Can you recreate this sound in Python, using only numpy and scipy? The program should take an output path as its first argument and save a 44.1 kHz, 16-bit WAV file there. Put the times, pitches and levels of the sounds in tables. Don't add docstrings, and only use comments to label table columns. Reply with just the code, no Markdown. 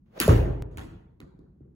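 import sys
import numpy as np
from scipy import signal
from scipy.fft import rfft, irfft, next_fast_len
from scipy.io import wavfile
from scipy.ndimage import uniform_filter1d, map_coordinates

SR = 44100
rng = np.random.default_rng(int(sys.argv[2]) if len(sys.argv) > 2 else 0)


def inscribe(sig):
    pcm = np.round(np.clip(np.atleast_2d(sig).T, -1, 1) * 32767)
    wavfile.write(sys.argv[1], SR, pcm.astype(np.int16))


N = 77175

# hz, level_db
CRACK_COLOUR = [(300, -21.5), (1000, -14), (2400, 0), (3400, -8.5), (4600, 4), (5900, -14), (7200, -3),
                (11000, 2), (16000, -1)]


def amp(db):
    return 10 ** (np.asarray(db) / 20)


def along(points, hz):
    point_hz, value = np.transpose(points)
    return np.interp(np.log(hz + 1), np.log(point_hz + 1), value)


def filtered(x, response):
    m = next_fast_len(N + SR // 2)
    return irfft(rfft(x, m) * response(np.fft.rfftfreq(m, 1 / SR)), m)[..., :N]


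def since(s):
    return np.clip(np.arange(N) / SR - s, 0, None)


def diffuse(spectrum):
    # hz, likeness (-1 to 1)
    likeness = [(60, 0.65), (120, 0.45), (200, 1), (380, 0.12), (700, -0.37), (1300, 0.19), (2400, -0.11)]
    top_hz = 15800

    def mid_side(hz):
        turn = np.arccos(np.clip(along(likeness, hz), -1, 1)) / 2
        return amp(along(spectrum, hz)) * (hz < top_hz) * [np.cos(turn), np.sin(turn)]

    mid, side = filtered(rng.standard_normal((2, N)), mid_side)
    pair = np.array([mid + side, mid - side])
    return pair / np.sqrt(np.mean(pair ** 2))


def reverb(s, db, spectrum, rise_s, tilt_db=0):
    # hz, t60_s
    decay = [(60, 1), (250, 0.91), (1000, 0.8), (3000, 0.56), (8000, 0.4), (16000, 0.42)]
    ragged_db, ragged_hz = 2.5, 39.85
    patchy_db = 2.5
    lumpy_db, lumps_per_s, smooth_s = 3, 500, .08

    knots = rng.standard_normal(SR // 20)

    def colour(hz):
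        ragged = ragged_db * map_coordinates(knots, [hz / ragged_hz])
        return amp(ragged + tilt_db * np.log2(hz / 500 + 1))

    hz, t, z = signal.stft(filtered(diffuse(spectrum), colour), SR, nperseg=512)
    patches = uniform_filter1d(rng.standard_normal(z.shape[1:]), size=3, axis=0)
    patches = uniform_filter1d(patches, size=7, axis=1)
    fade_db = 60 * np.clip(t - s, 0, None) / along(decay, hz)[:, None]
    faded = z * amp(patchy_db * patches / patches.std() - fade_db)
    tail = signal.istft(faded, SR, nperseg=512)[1][:, :N]

    lumps = map_coordinates(rng.standard_normal(N // 20), [np.arange(N) * lumps_per_s / SR])
    level = amp(db + lumpy_db * lumps * np.exp(-since(s) / smooth_s))
    return level * tail * (1 - np.exp(-since(s) / rise_s))


def ring(s, modes, attack_s):
    t = since(s)
    tones = sum(amp(db - 60 * t / t60_s) * np.sin(2 * np.pi * hz * t) for hz, db, t60_s in modes)
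    return tones * (1 - np.exp(-t / attack_s))


def crack(s, db, t60_s, tone, tilt_db=0, attack_s=.0001):
    t = since(s)
    shape = amp(db - 60 * t / t60_s) * (1 - np.exp(-t / attack_s))
    z = rfft(shape * rng.standard_normal(N))
    hz = np.fft.rfftfreq(N, 1 / SR)
    evenness = np.sqrt(np.abs(uniform_filter1d(np.abs(z) ** 2, size=N // 60)) + 1e-30)
    colour = amp(along(tone, hz) + tilt_db * np.log2(hz / 1000 + 1))
    noise = irfft(z / evenness * colour, N) * (t > 0)
    return noise * np.linalg.norm(shape) / np.linalg.norm(noise)


def burst(s, hz, db, cycles, edge, sag_s):
    turns = hz * sag_s * (1 - np.exp(-since(s) / sag_s))
    envelope = np.abs(np.sin(np.pi * np.clip(turns / cycles, 0, 1))) ** edge
    return amp(db) * np.sin(2 * np.pi * turns) * envelope


def ports(x, lag_ms):
    turn_rad, turn_hz = 0.95, 1200
    right_db = 2.5

    def left_right(hz):
        turn = np.sign(lag_ms) * turn_rad / 2 * hz ** 2 / (hz ** 2 + turn_hz ** 2)
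        half_phase = np.pi * hz * lag_ms / 1000 + turn
        return np.exp(1j * np.outer([-1, 1], half_phase))

    return filtered(x, left_right) * amp([[-right_db / 2], [right_db / 2]])


def ventilation():
    # hz, relative_level_db (per Hz)
    rumble = [(20, -31.5), (40, 0.5), (70, -2), (200, -2), (400, -22.5), (550, -35), (900, -36.5),
              (2200, -51.5), (6000, -62), (16000, -62.5)]
    return amp(-58) * diffuse(rumble)


def tick():
    end_s, level_db, rise_s = .6233, -27, 0.0032
    t = np.arange(N) / SR - end_s
    return amp(level_db) * np.exp(np.clip(t, None, 0) / rise_s) * (t < 0)


def swish():
    # time_s, level_db, whistle_hz
    swing = [(.06, -73.5, 299.7), (.1, -74, 377.2), (.145, -59, 479.3), (.168, -47, 604), (.18, -40.5, 670),
             (0.187, -48, 580), (.198, -41.5, 453)]
    # hz, relative_level_db (per Hz)
    air = [(120, -38), (200, -11), (620, -6.5), (850, -13.5), (1900, -21.5), (4000, -30.5), (8000, -44),
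           (15500, -39.5)]
    whistle_db = -1.5

    s, db, hz = np.transpose(swing)
    t = np.arange(N) / SR
    after_s = since(s[-1])
    phase = 2 * np.pi * np.cumsum(np.interp(t, s, hz)) / SR
    whistle = amp(whistle_db - 60 * after_s / .02) * np.sin(phase)
    level = amp(np.interp(t, s, db, left=-120) - 60 * after_s / .15)
    return level * (diffuse(air) + whistle)


def bounces():
    # start_s, click_db, left_lag_ms, click_tilt_db (per octave),
    # thud_db, room_db, room_tilt_db (per octave), hollow_db
    contacts = [(.712, -58, 0.065, 2, -62, -50, 0, -2), (0.7724, -31.5, -0.29, 7.5, -32.5, -40, 3, -4.5),
                (1.203, -38.5, -0.183, 2, -34, -45, -1.5, 4.5),
                (1.391, -63, -0.18, 2, -35.5, -49.5, -5.5, 11.5),
                (1.607, -81, -0.18, 3, -35.5, -45.5, -10.5, -2)]
    # start_s, level_db, left_lag_ms, tilt_db (per octave)
    wall_echoes = [(0.783, -32, -0.6, 1.5), (0.793, -33, 0.22, -1), (1.2145, -46, -0.57, 2),
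                   (1.224, -50, 0.39, 0)]
    # hz, level_db
    click_colour = [(500, -5), (1500, 17), (2500, 10), (3200, 2), (3850, 3), (5500, -12.5), (7000, -8),
                    (16000, -17.5)]
    # hz, level_db, t60_s
    floor_modes = [(294.5, 2.5, 0.033), (372, -13, 0.061)]
    # hz, relative_level_db (per Hz)
    room_colour = [(25, -6.5), (65, 2), (200, -5), (400, -6.5), (640, -20.5), (1400, -24), (2800, -34.5),
                   (4300, -34.5), (5500, -47), (7000, -40.5), (15600, -55)]
    # hz, share (of hollow_db)
    hollow = [(2100, -0.1), (3000, -0.71), (4000, 0.8), (5500, 0.29)]
    click_rise_s, echo_rise_s = 0.00031, 0.0008

    total = np.zeros((2, N))
    for s, db, lag_ms, tilt_db in wall_echoes:
        total += ports(crack(s, db, 0.011, click_colour, tilt_db, echo_rise_s), lag_ms)
    for s, click_db, lag_ms, tilt_db, thud_db, room_db, room_tilt_db, hollow_db in contacts:
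        click = crack(s, click_db, 0.0079, click_colour, tilt_db, click_rise_s)
        thud = amp(thud_db) * ring(s, floor_modes, 0.0039)
        room = reverb(s, room_db, room_colour, 0.0076, room_tilt_db)
        contact = ports(click + thud, lag_ms) + room
        total += filtered(contact, lambda hz: amp(hollow_db * along(hollow, hz)))
    return total


def net():
    # hz, level_db
    rustle_colour = [(500, -22.5), (900, 15), (1300, 7.5), (2500, -13.5), (5000, -18), (16000, -29)]
    # hz, level_db, t60_s
    knock_modes = [(440.5, -11, 0.048), (188, -9.5, 0.021)]
    # hz, level_db, t60_s
    room_modes = [(50.68, -15, 1), (69.4, -20, 0.79), (78.36, -15.5, 0.73), (108.1, -18, 0.78),
                  (135.8, -38, 0.94), (180.5, -26.5, 0.66), (254.2, -32.5, 0.35), (391.6, -29.5, 0.88),
                  (423, -30.5, 0.94)]
    # hz, relative_level_db (per Hz)
    room_colour = [(25, -31), (50, -17), (110, -4.5), (220, -17), (420, -18), (750, -24.5), (1300, -36),
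                   (2500, -41), (5500, -52.5), (7000, -51), (15600, -54)]
    slap_s, rustle_s = .2797, .284
    boom_s, modes_s = .2884, .2955
    rustle_db = -21
    far_wall_s, far_wall_db = .031, -6

    slap = burst(slap_s, hz=595, db=-9.5, cycles=2.7, edge=.5, sag_s=0.018)
    snap = crack(slap_s - .001, -9, 0.004, CRACK_COLOUR, attack_s=0.0012)
    rustle = crack(rustle_s, rustle_db, 0.13, rustle_colour, attack_s=0.0036)
    knock = ring(rustle_s, knock_modes, 0.0013)
    boom = burst(boom_s, hz=158.4, db=-4.5, cycles=1.9, edge=0.9, sag_s=0.019)
    low = boom + knock + ring(modes_s, room_modes, 0.02)
    far_rustle = crack(rustle_s, rustle_db, 0.088, rustle_colour, attack_s=0.0016)
    far = amp(far_wall_db) * np.roll(slap + knock + far_rustle, round(far_wall_s * SR))
    room = reverb(boom_s, -17.5, room_colour, 0.012)
    return slap + ports(snap + rustle, 0.54) + ports(far, -0.48) + low + room


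def strike():
    # start_s, level_db, t60_s, rise_ms, left_lag_ms, tilt_db (per octave)
    cracks = [(0.2015, -2.5, 0.0039, .3, 0.33, -1), (0.207, -19.5, 0.0053, 0.7, -1.4, 0.5),
              (.2132, -12, 0.009, 1, -0.2, -7.5), (0.2212, -23, 0.0055, 0.87, 1, -3),
              (.2345, -22, .006, .6, 0.43, -4.5)]
    # hz, level_db, t60_s
    mat_modes = [(328, -15.5, 0.044), (176, -32.5, 0.097), (1100, -29.5, .02)]
    # hz, level_db
    scuff_colour = [(1500, -24.5), (3300, 2.5), (5500, -0.5), (7500, -18.5), (16000, -30.5)]
    # hz, relative_level_db (per Hz)
    room_colour = [(25, -34.5), (50, -4), (170, -3), (400, -9), (800, -17.5), (1100, -11), (2500, -16.5),
                   (5500, -25.5), (7000, -22), (15600, -25.5)]

    scuff = crack(.188, -46, .1, scuff_colour, attack_s=0.0013)
    thump = ring(.2048, mat_modes, .002)
    total = ports(scuff + thump, 0.13)
    for s, db, t60_s, rise_ms, lag_ms, tilt_db in cracks:
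        total += ports(crack(s, db, t60_s, CRACK_COLOUR, tilt_db, rise_ms / 1000), lag_ms)
    return total + reverb(cracks[0][0], -26, room_colour, .004)


def scene():
    return ventilation() + swish() + bounces() + net() + strike()


def record(dry):
    one_port_hz, blend_hz = 6250, 500
    spread_s = .000213
    low_cut_hz, mono_hz = 31, 151
    top_hz = 16600

    def share(hz):
        return np.pi / 2 / (1 + np.exp(np.clip((one_port_hz - hz) / blend_hz, -50, 50)))

    def spread(hz):
        return np.exp(1j * np.pi * spread_s * np.outer([-1, 1], hz - one_port_hz))

    two_ports = filtered(dry, lambda hz: np.cos(share(hz)))
    one_port = filtered(dry[1], lambda hz: np.sin(share(hz)) * spread(hz))
    left, right = two_ports + one_port
    cuts_hz = np.array([[low_cut_hz], [mono_hz]])
    mid_side = np.array([left + right, left - right]) / 2
    mid, side = filtered(mid_side, lambda hz: hz ** 4 / (hz ** 4 + cuts_hz ** 4))
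    stereo = np.array([mid + side, mid - side]) + tick()
    return filtered(stereo, lambda hz: 1 / (1 + (hz / top_hz) ** 200))


dry = scene()
out = record(dry)
inscribe(out)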